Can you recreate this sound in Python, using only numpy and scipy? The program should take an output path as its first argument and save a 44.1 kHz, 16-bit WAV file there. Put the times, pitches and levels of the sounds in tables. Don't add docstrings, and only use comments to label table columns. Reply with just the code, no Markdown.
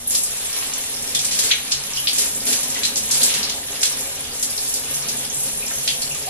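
import sys
import numpy as np
from scipy import signal
from scipy.fft import rfft, irfft, next_fast_len
from scipy.io import wavfile
from scipy.ndimage import uniform_filter1d

SR = 44100
rng = np.random.default_rng(int(sys.argv[2]) if len(sys.argv) > 2 else 0)


def put_to_file(sound):
    columns = np.atleast_2d(sound).T
    safe = np.clip(columns, -1, 1)
    whole_steps = np.round(safe * 32767)
    wavfile.write(sys.argv[1], SR, whole_steps.astype(np.int16))


N = 277389

# time_s, heavy_drops_db, fine_drops_db
SPRAY_FLOW = [(0, -37, -27.5), (.06, -41, -31), (.1, -35.5, -14), (.33, -34.5, -24.5), (.56, -29.5, -20),
              (.76, -32, -22.5), (.86, -32.5, -22), (.95, -33, -22), (1.45, -32, -23), (1.8, -32, -25.5),
              (2.06, -32, -21.5), (2.2, -31.5, -19), (2.38, -34, -21.5), (2.8, -29, -20.5),
              (2.93, -33.5, -28), (3.2, -29.5, -16.5), (3.35, -26.5, -20), (3.59, -34, -26.5),
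              (3.92, -31.5, -20), (4.26, -35, -26), (4.65, -34, -20), (4.82, -35, -23),
              (4.92, -31.5, -21.5), (5.28, -34, -22), (5.4, -35.5, -21), (5.6, -33.5, -22),
              (5.95, -34.5, -21.5), (6.29, -35.5, -24)]
# frequency_hz, level_db
PATTER_TONE = [(400, -30), (720, -11), (980, -5), (1350, -5.5), (1850, -3), (2300, -1.5), (2850, 1),
               (3700, 1), (4500, -.5), (5600, -8), (9200, -26)]
# frequency_hz, level_db
HISS_TONE = [(1900, -30.5), (3600, -34), (5200, -2.5), (6500, 0), (8100, 0), (10300, 4.5), (11500, 4.5),
             (15000, 0.5)]
# start_s, level_db, pitch_hz, spread_octaves, rise_s
WATER_SLAPS = [(.075, -14, 11900, .21, .0018), (.095, -20, 11100, .22, .003),
               (.149, -14.5, 6350, 0.49, 0.0023), (.234, -18, 9600, .37, 0.0027),
               (.736, -21, 6760, 0.22, 0.0016), (1.147, -16.5, 6100, 0.71, 0.0033),
               (1.19, -21.5, 5600, 0.4, 0.0037), (1.246, -17, 7800, 0.53, 0.0032),
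               (1.31, -22.5, 5900, 0.57, 0.0071), (1.389, -15, 6750, 0.71, 0.0036),
               (1.504, -24, 2600, 0.42, 0.0038), (1.5125, -10, 3600, 0.19, 0.0015),
               (1.515, -20, 2500, 0.25, 0.0026), (1.711, -26, 5500, 0.32, 0.0025),
               (1.718, -15.5, 5050, 0.41, 0.0027), (1.96, -27, 5130, 0.22, 0.0033),
               (2.0715, -16.5, 3520, 0.29, 0.0027), (2.131, -21, 9500, .35, .003),
               (2.154, -25, 7000, 0.77, 0.0088), (2.182, -15, 8400, 0.68, 0.0043),
               (2.26, -26, 10000, .25, .002), (2.357, -23, 11200, 0.32, 0.0034),
               (2.525, -18.5, 6300, 0.91, .004), (2.63, -19, 9500, 0.72, 0.0028),
               (2.699, -26, 7500, 0.29, .003), (2.744, -25, 6500, 0.56, 0.0022),
               (2.833, -18.5, 4300, .5, 0.0023), (2.849, -17.5, 5500, 0.64, 0.0029),
               (2.957, -19.5, 6140, 0.32, 0.0022), (2.966, -19, 8000, 0.68, 0.0051),
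               (3.11, -15, 6740, 0.42, 0.0036), (3.139, -18.5, 7800, 0.74, 0.0071),
               (3.215, -21.5, 4020, .17, 0.0027), (3.232, -9.5, 8500, 0.54, .0022),
               (3.29, -27, 3420, 0.41, 0.0076), (3.338, -20, 5150, 0.61, 0.0034),
               (3.428, -21.5, 4930, .22, .004), (3.494, -22, 4470, .42, 0.0031),
               (3.815, -20, 7500, .45, 0.0027), (3.8308, -10, 5170, 0.72, 0.0017),
               (3.853, -20, 7500, .5, .003), (4.426, -17.5, 8200, .55, 0.0033),
               (4.577, -24, 4900, 0.22, .003), (4.676, -26, 8150, 0.42, 0.0026),
               (4.738, -18, 8100, 0.45, 0.0023), (5.085, -22, 5940, 0.37, .003),
               (5.167, -26, 9300, 0.19, 0.0018), (5.343, -22.5, 9100, 0.25, 0.0023),
               (5.368, -26.5, 8450, 0.18, .004), (5.432, -24, 9500, 0.21, .002),
               (5.675, -36, 6200, .15, 0.0018), (5.71, -34, 1800, 0.31, 0.0022),
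               (5.8765, -15.5, 4120, 0.52, 0.0014), (5.892, -29, 2900, 0.17, 0.0036),
               (6.018, -23, 6800, 0.6, .003), (6.147, -28, 7000, .5, 0.0022)]
# start_s, level_db, pitch_hz
AIR_CUSHIONS = [(1.149, -27, 3480), (1.513, -24.5, 6230), (1.971, -27.5, 3050), (2.072, -23, 4700),
                (2.757, -35, 1980), (2.834, -23, 4000), (3.43, -34, 4330), (5.621, -35.5, 2470),
                (5.877, -24, 3400), (5.877, -27.5, 4630), (6.018, -30, 4430), (6.109, -33.5, 2700)]
# start_s, swish_db, thump_db
WATER_SHEETS = [(.106, -28, -39.5), (1.334, -25, -45), (1.422, -21, -40), (2.182, -23, -40.5),
                (2.461, -20, -34), (2.52, -28, -37), (3.2, -21, -34.5), (3.334, -49, -37), (5.44, -29, -41)]
# start_s, level_db, pitch_hz
BIG_BUBBLES = [(1.435, -33.5, 423), (1.461, -41, 430), (2.508, -35, 452), (6.269, -27.5, 720)]
# time_s, drumming_db, boom_db
TRAY_WEIGHT = [(0, -45, -51.5), (.6, -41, -54.5), (1.15, -40, -46), (1.6, -41.5, -53), (1.95, -44, -45.5),
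               (2.2, -40, -51.5), (3.2, -37, -45.5), (3.7, -38, -50), (4.65, -39.5, -50),
               (5.15, -37.5, -45), (5.7, -39.5, -44), (6.29, -39, -44.5)]
# pitch_hz, width_hz, level_db
TRAY_NOTES = [(401, 19, -5.5), (423.6, 13, -2.5), (454, 16, -9.5), (503, 30, -7), (547, 18.7, -1.5),
              (679, 11, -5)]
# frequency_hz, level_db
THUD_TONE = [(60, -18), (180, -15.5), (300, -22), (350, -14), (420, -9), (600, -10), (800, -8),
             (1000, -17.5), (1400, -50), (3000, -25)]
# pitch_hz, width_hz, level_db
LOW_NOTES = [(212.5, 9.2, 2), (242.6, 8.9, 4), (279.2, 15.3, 2)]
# time_s, level_db
LOW_LOUDNESS = [(0, -49.5), (1.1, -45.5), (1.6, -47), (1.95, -50), (2.15, -43), (2.55, -43.5), (3.3, -43),
                (3.65, -46.5), (4.3, -46), (4.7, -47.5), (5.15, -43), (6.29, -49.5)]
# frequency_hz, level_db
SILENT_TONE = [(1000, -100)]
# pitch_hz, width_hz, level_db
BOOM_NOTES = [(142.7, 10.6, 4), (163, 28, -9)]
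# pitch_hz, width_hz, level_db
ROOM_NOTE = [(69, 17, -3.5)]
# frequency_hz, level_db
RUMBLE_TONE = [(10, -13), (27, -2), (42, -14), (85, -9), (115, -13), (190, -40), (400, -30.5)]
# frequency_hz, fade_s
ECHO_FADE = [(300, .45), (2000, .32), (3500, .3), (8000, .3), (13000, .25)]
# frequency_hz, likeness
STEREO_LIKENESS = [(30, .995), (65, .98), (125, .93), (280, .88), (550, .75), (1000, .36), (1900, .22),
                   (2700, -.2), (4000, -.3), (4700, -.4), (8000, -.52), (11300, -.62), (12200, -.76),
                   (13000, -.985)]
# frequency_hz, level_db
TOP_TREBLE_TONE = [(11500, 0), (12200, -3.5), (13000, -8.5), (14000, -14), (15200, -23)]


def spray():
    patter = falling_drops(PATTER_TONE, per_s=2800, spread_db=2.0, clump_db=1.6, clump_hz=60)
    hiss = falling_drops(HISS_TONE, per_s=6500, spread_db=1.9, clump_db=2.8, clump_hz=70)
    falling = patter * loudness(SPRAY_FLOW, column=1) + hiss * loudness(SPRAY_FLOW, column=2)
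    return amp(-5.5) * (falling + tile_echo(falling, wet_db=2.5))


def falling_drops(tone, per_s, spread_db, clump_db, clump_hz):
    clumps = amp(clump_db * flutter(N, clump_hz))
    hits = impacts(N, per_s, spread_db) * clumps
    return unit_level(filtered(hits, lambda hz: amp(look_up(tone, hz))))


def splashes():
    near = amp(2.5) * (slaps() + gulps() + swishes() + drips() + bubbles())
    lean_to_middle = amp([[.9], [-.5]])
    return lean_to_middle * near + tile_echo(near, wet_db=-.2)


def slaps():
    return bursts(WATER_SLAPS, steepness=1.8)


def gulps(octaves=0.074, rise_s=0.0048):
    return bursts([(s, db, hz, octaves, rise_s) for s, db, hz in AIR_CUSHIONS], steepness=1.7)


def swishes(pitch_hz=8600, octaves=1, rise_s=0.019):
    return bursts([(s, db, pitch_hz, octaves, rise_s) for s, db, _ in WATER_SHEETS], steepness=1.95)


def drips(per_s=24, low_hz=4630, high_hz=12000, octaves=0.093, rise_s=0.0014):
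    count = round(per_s * N / SR)
    when, pitch, strength = rng.random((count, 3)).T
    starts = (np.arange(count) + when) * N / SR / count
    pitches = low_hz * (high_hz / low_hz) ** pitch
    levels = -31 + 2 * (2 * strength - 1) + 4.5 * np.log2(pitches / low_hz)
    rows = [(s, db, hz, octaves, rise_s) for s, db, hz in zip(starts, levels, pitches)]
    return bursts(rows, steepness=2.9) * unit_level(loudness(SPRAY_FLOW, column=2))


def bubbles(rise_s=0.0042, decay_s=0.017, climb_per_s=5.35):
    out, t = np.zeros((2, N)), np.arange(SR // 10) / SR
    ring = (1 - np.exp(-t / rise_s)) * np.exp(-t / decay_s)
    for start_s, db, hz in BIG_BUBBLES + froth():
        wobble = 0.07 * flutter((2, len(t)), speed_hz=250)
        phase = 2 * np.pi * np.cumsum(hz * (1 + climb_per_s * t + wobble), axis=1) / SR
        add(out, start_s, amp(db) * ring * np.array([np.sin(phase[0]), np.cos(phase[1])]))
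    return out


def froth(per_s=22, low_hz=2164, high_hz=8100):
    when, strength, pitch = rng.random((round(per_s * N / SR), 3)).T
    return list(zip(when * N / SR, -37.5 + 4.5 * strength, low_hz * (high_hz / low_hz) ** pitch))


def tray():
    drumming = loudness(TRAY_WEIGHT, column=1) * drummed(TRAY_NOTES, THUD_TONE)
    low_ring = loudness(LOW_LOUDNESS, column=1) * drummed(LOW_NOTES, SILENT_TONE)
    thumping = thumps()
    boom = loudness(TRAY_WEIGHT, column=2) * drummed(BOOM_NOTES, SILENT_TONE)
    rumble = amp(-45.5) * drummed(ROOM_NOTE, RUMBLE_TONE)
    return amp(-1.53) * (drumming + low_ring + thumping + boom + rumble)


def thumps(pitch_hz=335, octaves=1, rise_s=0.022):
    rows = [(s, db, pitch_hz, octaves, rise_s) for s, _, db in WATER_SHEETS]
    return bursts(rows, steepness=7.9, surface=lambda hz: resonance(LOW_NOTES + TRAY_NOTES, THUD_TONE, hz))


def drummed(notes, tone):
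    hits = impacts(N, per_s=2400, spread_db=0.6)
    return unit_level(filtered(hits, lambda hz: resonance(notes, tone, hz)))


def tile_echo(x, wet_db, patterns=4, cycles_per_s=9):
    shape = (patterns, 2, SR // 2)
    reflections = rng.choice([-1., 1.], shape) * (rng.random(shape) < .25)
    hz, t, spectrum = signal.stft(reflections, SR, nperseg=128)
    fade = amp(-60 * t / look_up(ECHO_FADE, hz)[:, None])
    tails = signal.istft(spectrum * fade, SR, nperseg=128)[1]
    tails[..., :round(.003 * SR)] = 0
    tails /= np.linalg.norm(tails, axis=-1, keepdims=True)
    turn = cycles_per_s * np.arange(N) / SR - np.arange(patterns)[:, None, None] / patterns
    shares = np.maximum(np.cos(2 * np.pi * turn), 0)
    return amp(wet_db) * signal.fftconvolve(x * shares, tails, axes=-1)[..., :N].sum(0)


def bursts(rows, steepness, surface=np.ones_like):
    out, t = np.zeros((2, N)), np.arange(SR // 6) / SR
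    fade_out = np.minimum(2 * (1 - t / t[-1]), 1) ** 2
    for start_s, db, pitch_hz, octaves, rise_s in rows:
        def band(hz):
            distance = abs(np.log2((hz + 1) / pitch_hz) / (2 * octaves))
            return surface(hz) * np.exp(-distance ** steepness)
        droplets = unit_level(filtered(impacts(len(t), per_s=16000, spread_db=-1.8), band))
        swell = np.sqrt(t / rise_s * np.exp(1 - t / rise_s))
        add(out, start_s, amp(db) * fade_out * smoothed(swell * droplets, band))
    return out


def impacts(size, per_s, spread_db):
    strength = amp(spread_db * np.minimum(rng.exponential(1, size), 5))
    landed = rng.random(size) < per_s / SR
    return unit_level(strength * landed * rng.standard_normal((2, size)))


def resonance(notes, tone, hz):
    peaks = sum(amp(2 * db) / (1 + ((hz - pitch) / (.75 * width)) ** 2) ** 2 for pitch, width, db in notes)
    return np.sqrt(peaks + amp(2 * look_up(tone, hz)))


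def smoothed(x, gain):
    spectrum, hz = rfft(x), np.fft.rfftfreq(x.shape[-1], 1 / SR)
    wanted, found = (abs(uniform_filter1d(abs(v) ** 2, 60, axis=-1)) for v in (gain(hz), spectrum))
    return x.std() * unit_level(irfft(spectrum * np.sqrt(wanted / (found + 1e-9)), x.shape[-1]))


def flutter(shape, speed_hz):
    return unit_level(filtered(rng.standard_normal(shape), lambda hz: 1 / (1 + (hz / speed_hz) ** 2)))


def filtered(x, gain):
    size = next_fast_len(x.shape[-1] + 512)
    return irfft(rfft(x, size) * gain(np.fft.rfftfreq(size, 1 / SR)), size)[..., :x.shape[-1]]


def look_up(table, hz):
    frequencies, values = np.transpose(table)
    return np.interp(np.log(hz + 1), np.log(frequencies + 1), values)


def loudness(table, column):
    rows = np.asarray(table)
    return amp(np.interp(np.arange(N) / SR, rows[:, 0], rows[:, column]))


def amp(db):
    return 10 ** (np.asarray(db) / 20)


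def unit_level(x):
    return x / np.sqrt(np.mean(x ** 2) + 1e-20)


def add(mix, start_s, sound):
    part = mix[:, max(round(start_s * SR), 0):][:, :sound.shape[1]]
    part += sound[:, :part.shape[1]]


def scene():
    middle, side = spray() + tray() + splashes()
    middle = filtered(middle, lambda hz: np.sqrt((1 + look_up(STEREO_LIKENESS, hz)) / 2))
    side = filtered(side, lambda hz: np.sqrt((1 - look_up(STEREO_LIKENESS, hz)) / 2))
    return np.array([middle + side, middle - side])


def record(dry, ceiling=.85, cutoff_hz=15400):
    dulled = filtered(dry, lambda hz: amp(look_up(TOP_TREBLE_TONE, hz)))
    squashed = dulled / (1 + abs(dulled / ceiling) ** 6) ** (1 / 6)
    low_pass = signal.firwin(511, cutoff_hz, window=("kaiser", 9), fs=SR)
    return signal.oaconvolve(squashed, low_pass[None], "same")


dry = scene()
out = record(dry)
put_to_file(out)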